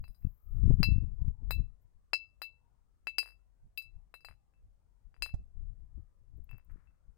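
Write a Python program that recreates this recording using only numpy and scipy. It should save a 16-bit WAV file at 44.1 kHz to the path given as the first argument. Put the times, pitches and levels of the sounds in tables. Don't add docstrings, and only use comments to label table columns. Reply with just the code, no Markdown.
import sys
import numpy as np
from scipy import signal
from scipy.fft import rfft, irfft, next_fast_len
from scipy.io import wavfile
from scipy.ndimage import uniform_filter1d, map_coordinates

SR = 44100
rng = np.random.default_rng(int(sys.argv[2]) if len(sys.argv) > 2 else 0)


def wrap_up_sound(samples):
    columns = np.atleast_2d(samples).T
    tamed = np.clip(columns, -1, 1)
    steps = np.round(tamed * 32767).astype(np.int16)
    wavfile.write(sys.argv[1], SR, steps)


N = 316197


def amp(db):
    return 10 ** (np.asarray(db) / 20)


def unit(x):
    return x / np.sqrt(np.mean(x ** 2) + 1e-20)


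def along(points, hz):
    point_hz, value = np.transpose(points)
    return np.interp(np.log(hz + 1), np.log(point_hz + 1), value)


def curve(rows):
    return amp(np.interp(np.arange(N) / SR, *np.transpose(rows), left=-np.inf, right=-np.inf))


def wobble(rate):
    knots = rng.standard_normal(int(N * rate / SR) + 4)
    return map_coordinates(knots, [np.arange(N) * rate / SR])


def filtered(x, response):
    size = next_fast_len(N + SR // 2)
    spectrum = rfft(x, size) * response(np.fft.rfftfreq(size, 1 / SR))
    return irfft(spectrum, size)[..., :N]


def noise(spectrum):
    return unit(filtered(rng.standard_normal(N), lambda hz: amp(along(spectrum, hz))))


def add(track, s, sound):
    start = max(round(s * SR), 0)
    track[start:start + len(sound)] += sound[:N - start]


def envelope(s, db, rise_s, fall_s, hold_s=0):
    t = np.arange(N, dtype=np.float32) / SR - s
    away = np.maximum(-t / rise_s, 0) + np.maximum((t - hold_s) / fall_s, 0)
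    return amp(db) * np.exp(-np.log(10) * np.minimum(away, 20))


# (frequency [Hz], relative level per Hz [dB])
FIELD_COLOUR = [(20, 3), (100, 2), (250, -13.5), (600, -15.5), (1100, -19.5), (2000, -28.5), (3500, -37.5),
                (9000, -33), (11000, -39), (16000, -42)]


def field_air():
    z = signal.stft(noise(FIELD_COLOUR), nperseg=1024)[2]
    patches = uniform_filter1d(rng.standard_normal(z.shape), size=4, axis=0)
    patches = unit(uniform_filter1d(patches, size=12, axis=1))
    bands_hz = np.linspace(0, SR / 2, len(z))
    depth_db = along([(100, 0.85), (500, 2.8), (1400, 4), (3000, .5)], bands_hz)
    patchy = signal.istft(z * amp(depth_db[:, None] * patches), nperseg=1024)[1][:N]
    return amp(-74.5 + 0.35 * wobble(7.4)) * patchy


# (frequency [Hz], relative level per Hz [dB])
DRONE_COLOUR = [(15, -35), (33, -15), (44, 2), (56, -15.5), (90, -20), (200, -44), (600, -88.5)]


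def drone():
    return amp(-65.5) * noise(DRONE_COLOUR)


# (peak time [s], length between the points 20 dB down [s], pitch [Hz], peak level [dB])
WHINE_SWELLS = [(.56, .4, 1253, -73), (.72, .2, 946.4, -75), (1.25, 0.31, 954, -71.5),
                (1.44, 0.38, 885, -69), (2.67, 0.55, 935, -79), (3.63, 0.2, 927, -82)]


def far_whine():
    t = np.arange(N) / SR
    whine = np.zeros(N)
    for s, length_s, hz, db in WHINE_SWELLS:
        whine += envelope(s, db, length_s / 2, length_s / 2) * np.sin(2 * np.pi * hz * t)
    blur = noise([(5, 2.5), (35, -3.5), (100, -15), (250, -25.5), (500, -90.5)])
    return blur * whine


# (time [s], time held at full level [s], level [dB])
INSECT_HISSES = [(0, 0.76, -76.5), (1.265, 0.027, -78), (1.82, .005, -80)]
# (time [s], level [dB])
CRICKET_TICKS = [(6.374, -65), (6.4432, -56.5), (6.5124, -50.5), (6.582, -55), (6.6495, -59),
                 (6.7187, -63.5)]
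# (frequency [Hz], relative level per Hz [dB])
HISS_COLOUR = [(6000, -38), (9000, -20.5), (11500, -19.5), (12300, 1.5), (15000, 2), (16000, -5.5)]


def insects():
    ticks = np.zeros(N)
    t = np.arange(SR // 20) / SR
    snap = t / 0.0019 * np.exp(1 - t / 0.00044)
    tail = amp(-29.0) * np.exp(-t / 0.01)
    for s, db in CRICKET_TICKS:
        add(ticks, s - .001, amp(db + 9) * (snap + tail))
    hiss = np.zeros(N)
    for s, length_s, db in INSECT_HISSES:
        hiss += envelope(s, db, rise_s=.02, fall_s=0.031, hold_s=length_s)
    flutter = amp(1.2 * wobble(150))
    return (hiss * flutter + ticks) * noise(HISS_COLOUR)


# (frequency [Hz], relative level per Hz [dB])
BREEZE_COLOUR = [(10, -5), (30, 3.5), (60, -4), (110, -14.5), (200, -29.5), (400, -45), (1000, -60),
                 (3000, -87)]
GALE_COLOUR = [(10, -8.5), (40, 4.5), (110, -2), (200, -17.5), (320, -29), (500, -44), (1000, -69),
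               (3500, -102)]


def buffet(db, gale_db, lumps_db):
    share = 1 / (1 + np.exp((gale_db - db) / 6))
    flow = np.sqrt(1 - share) * noise(BREEZE_COLOUR) + np.sqrt(share) * noise(GALE_COLOUR)
    power = uniform_filter1d(uniform_filter1d(flow ** 2, size=1800), size=1800)
    swell = np.sqrt(np.abs(power))
    fine = filtered(flow, lambda hz: hz ** 4 / (hz ** 4 + 200 ** 4) / (1 + (hz / 550) ** 4))
    spurts = unit(amp(lumps_db * wobble(55)))
    return amp(db) * (flow + fine * (spurts - 1)) / swell


# (time [s], strength [dB])
LONG_GUSTS = [
    [(0.4, -82), (0.476, -45), (0.7, -20), (0.782, -31.5), (0.804, -22.5), (0.836, -37.5), (0.874, -27),
     (1.172, -46), (1.19, -36.5), (1.3, -33.5), (1.37, -58), (1.456, -39.5), (1.608, -32), (1.8, -75)],
    [(5.5, -71), (5.574, -43), (5.71, -43), (5.728, -54.5), (5.842, -52.5), (5.912, -60), (5.958, -44.5),
     (6.13, -71.5), (6.42, -46.5), (6.458, -60.5), (6.534, -44.5), (6.646, -75), (6.718, -46), (6.85, -72)],
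]
GUST_LEFT_DB, GUST_RIGHT_DB = 6, -18.5
CALM_LEFT_DB, CALM_RIGHT_DB = -71.5, -77
CALM_SWING_DB = 4
# (peak time [s], length between the points 20 dB down [s], left level [dB], right level [dB])
WIND_PUFFS = [(.005, 0.12, -35, -44), (0.095, 0.063, -35, -65), (0.262, 0.12, -32, -55),
              (1.85, 0.079, -52.5, -68), (1.96, 0.073, -53, -69), (3.65, 0.12, -61, -50.5),
              (3.87, .13, -51.5, -78), (3.962, 0.14, -40.5, -70), (4.3, .15, -50.5, -75),
              (4.647, 0.19, -53, -55.5), (5.064, 0.094, -44.5, -75), (5.222, 0.098, -37.5, -53),
              (5.375, 0.36, -42.5, -52.5), (6.89, .1, -51, -75), (7.091, 0.1, -45.5, -70)]
PUFF_RISE = .42
# (peak time [s], frequency [Hz], peak level [dB])
LEFT_EDDIES = [(.251, 55, -16.5), (.271, 45, -21), (0.637, 60, -16), (.678, 70, -14.5), (.705, 70, -8.5),
               (0.7112, 150, -20.5), (.741, 40, -12), (0.8036, 65, -8), (.888, 75, -18), (.923, 45, -11.5),
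               (0.964, 40, -15), (.984, 55, -15.5), (1.222, 35, -20), (1.283, 38, -13.5),
               (1.609, 40, -19.5), (6.76, 105, -44)]


def wind():
    gust = sum(curve(rows) for rows in LONG_GUSTS)
    left_power = (amp(GUST_LEFT_DB + 1.9 * wobble(22)) * gust) ** 2
    left_power += amp(CALM_LEFT_DB + CALM_SWING_DB * wobble(5)) ** 2
    right_power = (amp(GUST_RIGHT_DB + 3.1 * wobble(14)) * gust) ** 2
    right_power += amp(CALM_RIGHT_DB + CALM_SWING_DB * wobble(9)) ** 2
    for s, length_s, left_db, right_db in WIND_PUFFS:
        puff = envelope(s, 0, PUFF_RISE * length_s, (1 - PUFF_RISE) * length_s)
        left_power += (amp(left_db) * puff) ** 2
        right_power += (amp(right_db) * puff) ** 2
    left = buffet(10 * np.log10(left_power), gale_db=-26, lumps_db=8.0)
    right = buffet(10 * np.log10(right_power), gale_db=-54, lumps_db=6)
    t = np.arange(SR // 8) / SR - 1 / 16
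    for s, hz, db in LEFT_EDDIES:
        u = (2 * np.pi * hz * t) ** 2
        shape = np.hanning(len(t)) * (1 - u) / (1 + u) ** 2
        add(left, s + t[0], rng.choice([-1, 1]) * amp(db) * shape)
    return np.array([left, right])


BUMP_S, BUMP_DB, RUB_DB = 5.342, -20.5, -49
# (frequency [Hz], relative level per Hz [dB])
THUD_COLOUR = [(15, -6), (50, 8), (110, -16), (200, -24.5), (400, -43), (700, -34), (1200, -53),
               (3000, -60), (7000, -58.5), (9000, -63), (15000, -75)]


def port_bump():
    bump = envelope(BUMP_S, BUMP_DB, rise_s=.0037, fall_s=.018)
    rub = envelope(BUMP_S, RUB_DB, rise_s=0.0038, fall_s=0.026, hold_s=0.063)
    return (bump + rub) * noise(THUD_COLOUR)


# (frequency [Hz], time to fade by 60 dB [s])
LEAF_FADES = [(300, 0.078), (1500, 0.051), (5000, 0.21), (14000, 0.086)]
GROUND_S = .0099


def echo(x, wet_db, ground_s, ground_db):
    hz, t, z = signal.stft(rng.standard_normal(SR // 5), SR, nperseg=256)
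    fade = amp(-60 * t / along(LEAF_FADES, hz)[:, None])
    tail = signal.istft(z * fade, SR, nperseg=256)[1]
    response = amp(wet_db) * tail / np.linalg.norm(tail)
    response[0] = 1
    response[round(ground_s * SR)] += amp(ground_db)
    return signal.fftconvolve(x, response)


DRAG_S, DRAG_DB, DRAG_FADE_S = 6.7, -73, 0.32
# (frequency [Hz], relative level per Hz [dB])
SCRAPE_COLOUR = [(200, -19.5), (700, -6), (1400, 7.5), (2400, -6), (3500, -24), (7000, -21), (11000, -24),
                 (15000, -25.5)]


def drag():
    level = envelope(DRAG_S, DRAG_DB, rise_s=0.015, fall_s=DRAG_FADE_S)
    return level * amp(2.9 * wobble(120)) * noise(SCRAPE_COLOUR)


# (frequency [Hz], level within its family [dB], first decay: time to fade by 60 dB [s])
GLASS_MODES = [(2640, 0, .19), (2650, 0, .235), (4005, 0, .14), (4073, 0, .13), (4769, 0, .092),
               (4899, 3.5, .098), (4996, -5, .11), (5084, -8, .11), (6686, -7, .13), (7626, -2, .12),
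               (7720, -5, .12), (8627, 1, .1), (8764, 0, .095), (9558, 0, .11), (9734, 1, .1),
               (9824, -2, .1), (9899, -1, .1), (11187, -4, .12), (11409, -5, .12), (11860, 0, .1),
               (11965, 3, .11), (12730, -1, .11), (12790, 1, .1), (13635, 0, .1), (13757, -1, .1),
               (13975, 3, .1), (14082, -4, .1), (14273, 2, .1), (14628, -5, .1), (15186, 0, .09),
               (15524, -3, .08)]
FAMILY_BORDERS = [2645, 3500, 4040, 4400, 4830, 6000, 9200, 10500, 13000]


def ring(family_db, scatter_db, after_db=-24, after_life=2.3):
    hz, db, t60 = np.transpose(GLASS_MODES).astype(np.float32)
    t = np.arange(SR * 2 // 5, dtype=np.float32) / SR
    family = np.searchsorted(FAMILY_BORDERS, hz)
    crowded = np.bincount(family)[family] > 1
    scatter = scatter_db * crowded * rng.standard_normal(len(hz))
    size = amp(db + np.asarray(family_db)[family] + scatter)
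    size *= rng.choice([-1, 1], len(hz))
    age = float(np.log(1000)) * t / t60[:, None]
    fade = np.exp(-age)
    second_pair = (hz > FAMILY_BORDERS[1]) & (hz < FAMILY_BORDERS[3])
    fade[second_pair] += amp(after_db) * np.exp(-age[second_pair] / after_life)
    fade[hz < FAMILY_BORDERS[1]] *= 1 - 0.35 * np.exp(-t / 0.0071)
    return size.astype(np.float32) @ (fade * np.sin(2 * np.pi * hz[:, None] * t))


def click(s, hz):
    u = 2 * np.pi * hz * (np.arange(SR // 100) / SR - 1 / 200)
    return s - 1 / 200, -u * np.exp((1 - u * u) / 2)


def contact(clicks, rings, s, hz, db, crack_db, family_db):
    start, push = click(s, hz)
    t = np.arange(SR // 100) / SR
    age = np.maximum(t - (s - start), 0)
    crack = amp(crack_db) * (age > 0) * np.exp(-age / 0.0027) * rng.standard_normal(len(t))
    add(clicks, start, echo(amp(db) * push + crack, wet_db=-6.0, ground_s=GROUND_S, ground_db=-22.0))
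    add(rings, s, ring(family_db, scatter_db=3.5))


LOBE_PAIRS = [(2, 0), (3, 42), (4, 30)]
NODE_DB = -26


def struck_at(degrees, pair_db):
    lobes, turn = np.transpose(LOBE_PAIRS)
    phase = np.radians(lobes * degrees - turn)
    shares = np.hypot([np.cos(phase), np.sin(phase)], amp(NODE_DB))
    return (pair_db + 20 * np.log10(shares)).T.ravel()


# (time [s], click frequency [Hz], click level [dB], spot round the wall [degrees], ring level [dB],
#   three-lobe pair, four-lobe pair and overtones against the ring [dB each], favoured overtones [Hz])
STONE_BLOWS = [(.041, 1040, -45.5, 97, -54.5, -10.5, -8, -35, 11830),
               (.8308, 1180, -17.5, 47, -22, -7, -2.5, -32, 12300),
               (1.5086, 1020, -20.5, 82, -30.5, -4.5, -16, -20.5, 14440),
               (2.1332, 1134, -18.5, 157, -21.5, -11.5, -6, -38, 7520),
               (2.4184, 1243, -26.5, 61, -31.5, -8, -8.5, -28, 14610),
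               (3.0707, 1245, -24, 9.3, -27, -18.5, -16, -40, 7150),
               (3.184, 1500, -21.5, 82, -22.5, -16, -5.5, -28, 9730),
               (3.7758, 1815, -46.5, 10.5, -30, -12, -9.5, -29, 14400),
               (4.1412, 1080, -34.5, 126.5, -47, -5.5, -17, -27, 9750),
               (4.248, 1100, -37, 96, -44.5, -6, -2, -24, 6770),
               (5.143, 1297, -52, 5, -71.5, -21, -2, -32, 7500),
               (5.223, 1582, -24, 168, -27.5, -7.5, -7, -25, 8400),
               (6.4925, 1300, -52, 11.4, -55.5, -35, -22, -40, 7500)]
OVERTONE_CENTRES = [7800, 9750, 11900, 14300]
FAVOUR_DB, FAVOUR_OCTAVES = 9.5, .15


def blows(clicks, rings):
    for s, hz, db, degrees, ring_db, three_db, four_db, over_db, bright_hz in STONE_BLOWS:
        octaves_off = np.log2(np.divide(OVERTONE_CENTRES, bright_hz))
        lift_db = FAVOUR_DB * np.exp(-(octaves_off / FAVOUR_OCTAVES) ** 2)
        pairs_db = struck_at(degrees, [0, three_db, four_db])
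        family_db = ring_db + np.append(pairs_db, over_db + lift_db)
        crack_db = min(np.mean(family_db) - 2.5, db - 23.5)
        contact(clicks, rings, s, hz, db, crack_db, family_db)


FLIGHT_SHRINK, SHORTEST_FLIGHT_S, FLIGHT_SCATTER = .56, .014, 0.11


def rebounds(s, flight_s, count):
    order = np.arange(count - 1)
    flights = np.maximum(flight_s * FLIGHT_SHRINK ** order, SHORTEST_FLIGHT_S)
    flights *= np.exp(FLIGHT_SCATTER * (order > 1) * rng.standard_normal(count - 1))
    return s + np.append(0, np.cumsum(flights))


# (time [s], first flight [s], loss a bounce [dB], click level [dB], ring level [dB],
#   upper ring level [dB])
CHATTERS = [(.08, .03, 29, -54, -71.5, -67), (0.147, .03, 33, -67, -90, -71),
            (.224, 0.026, 34, -64, -73, -85), (3.2304, .029, 4, -38.5, -49.5, -54.5),
            (3.821, 0.023, 33.5, -60.5, -51, -56), (4.207, .03, 35, -60.5, -63.5, -72),
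            (4.2863, 0.025, 8.5, -37, -56, -64.5), (4.538, 0.029, 36.5, -66, -73, -100),
            (5.1654, 0.027, 35, -53, -79.5, -84), (5.2616, .031, 14, -34, -37.5, -54),
            (6.5131, .0184, 4.5, -46.5, -53.5, -81.5), (6.5838, .011, 6, -53, -72, -88),
            (6.699, .03, 17, -56.5, -84.5, -99), (6.873, .03, 34.5, -63, -71.5, -100)]
SPENT_DB = 30


def chatter(clicks, rings):
    for s, flight_s, loss_db, db, low_db, upper_db in CHATTERS:
        pair = low_db + np.array([0, -8])
        upper = upper_db + np.array([-7.5, -11.5, -10.5, -1.5, -16.5, -10.0, -14.0, -21.5])
        family_db = np.append(pair, upper)
        for k, when in enumerate(rebounds(s, flight_s, count=6)):
            lost = k * loss_db
            if lost < SPENT_DB:
                contact(clicks, rings, when, 1150, db - lost, db - lost - 30.5, family_db - lost)


# (frequency [Hz], gain [dB])
CLICK_TONE = [(100, -28.5), (250, -11.5), (450, -1.5), (1000, -1), (2500, 1), (3500, -0.5), (6000, -8.5),
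              (15000, -14)]


def bottle():
    clicks, rings = np.zeros(N), np.zeros(N)
    blows(clicks, rings)
    chatter(clicks, rings)
    glass = echo(rings, wet_db=-18.5, ground_s=GROUND_S, ground_db=-27)[:N]
    return glass + filtered(clicks, lambda hz: amp(along(CLICK_TONE, hz))) + drag()


# (frequency [Hz], relative level per Hz [dB])
SELF_NOISE_COLOUR = [(20, 4.5), (100, 3), (300, -14.5), (1000, -24.5), (2500, -31.5), (9000, -33),
                     (11000, -37.5), (16000, -39)]


def scene():
    outside = field_air() + drone() + far_whine() + insects() + bottle()
    right = amp(-36.0) * outside + amp(-77) * noise(SELF_NOISE_COLOUR) + port_bump()
    return np.array([outside, right]) + wind()


TOP_HZ = 15950


def record(dry):
    return filtered(dry, lambda hz: hz < TOP_HZ)


dry = scene()
out = record(dry)
wrap_up_sound(out)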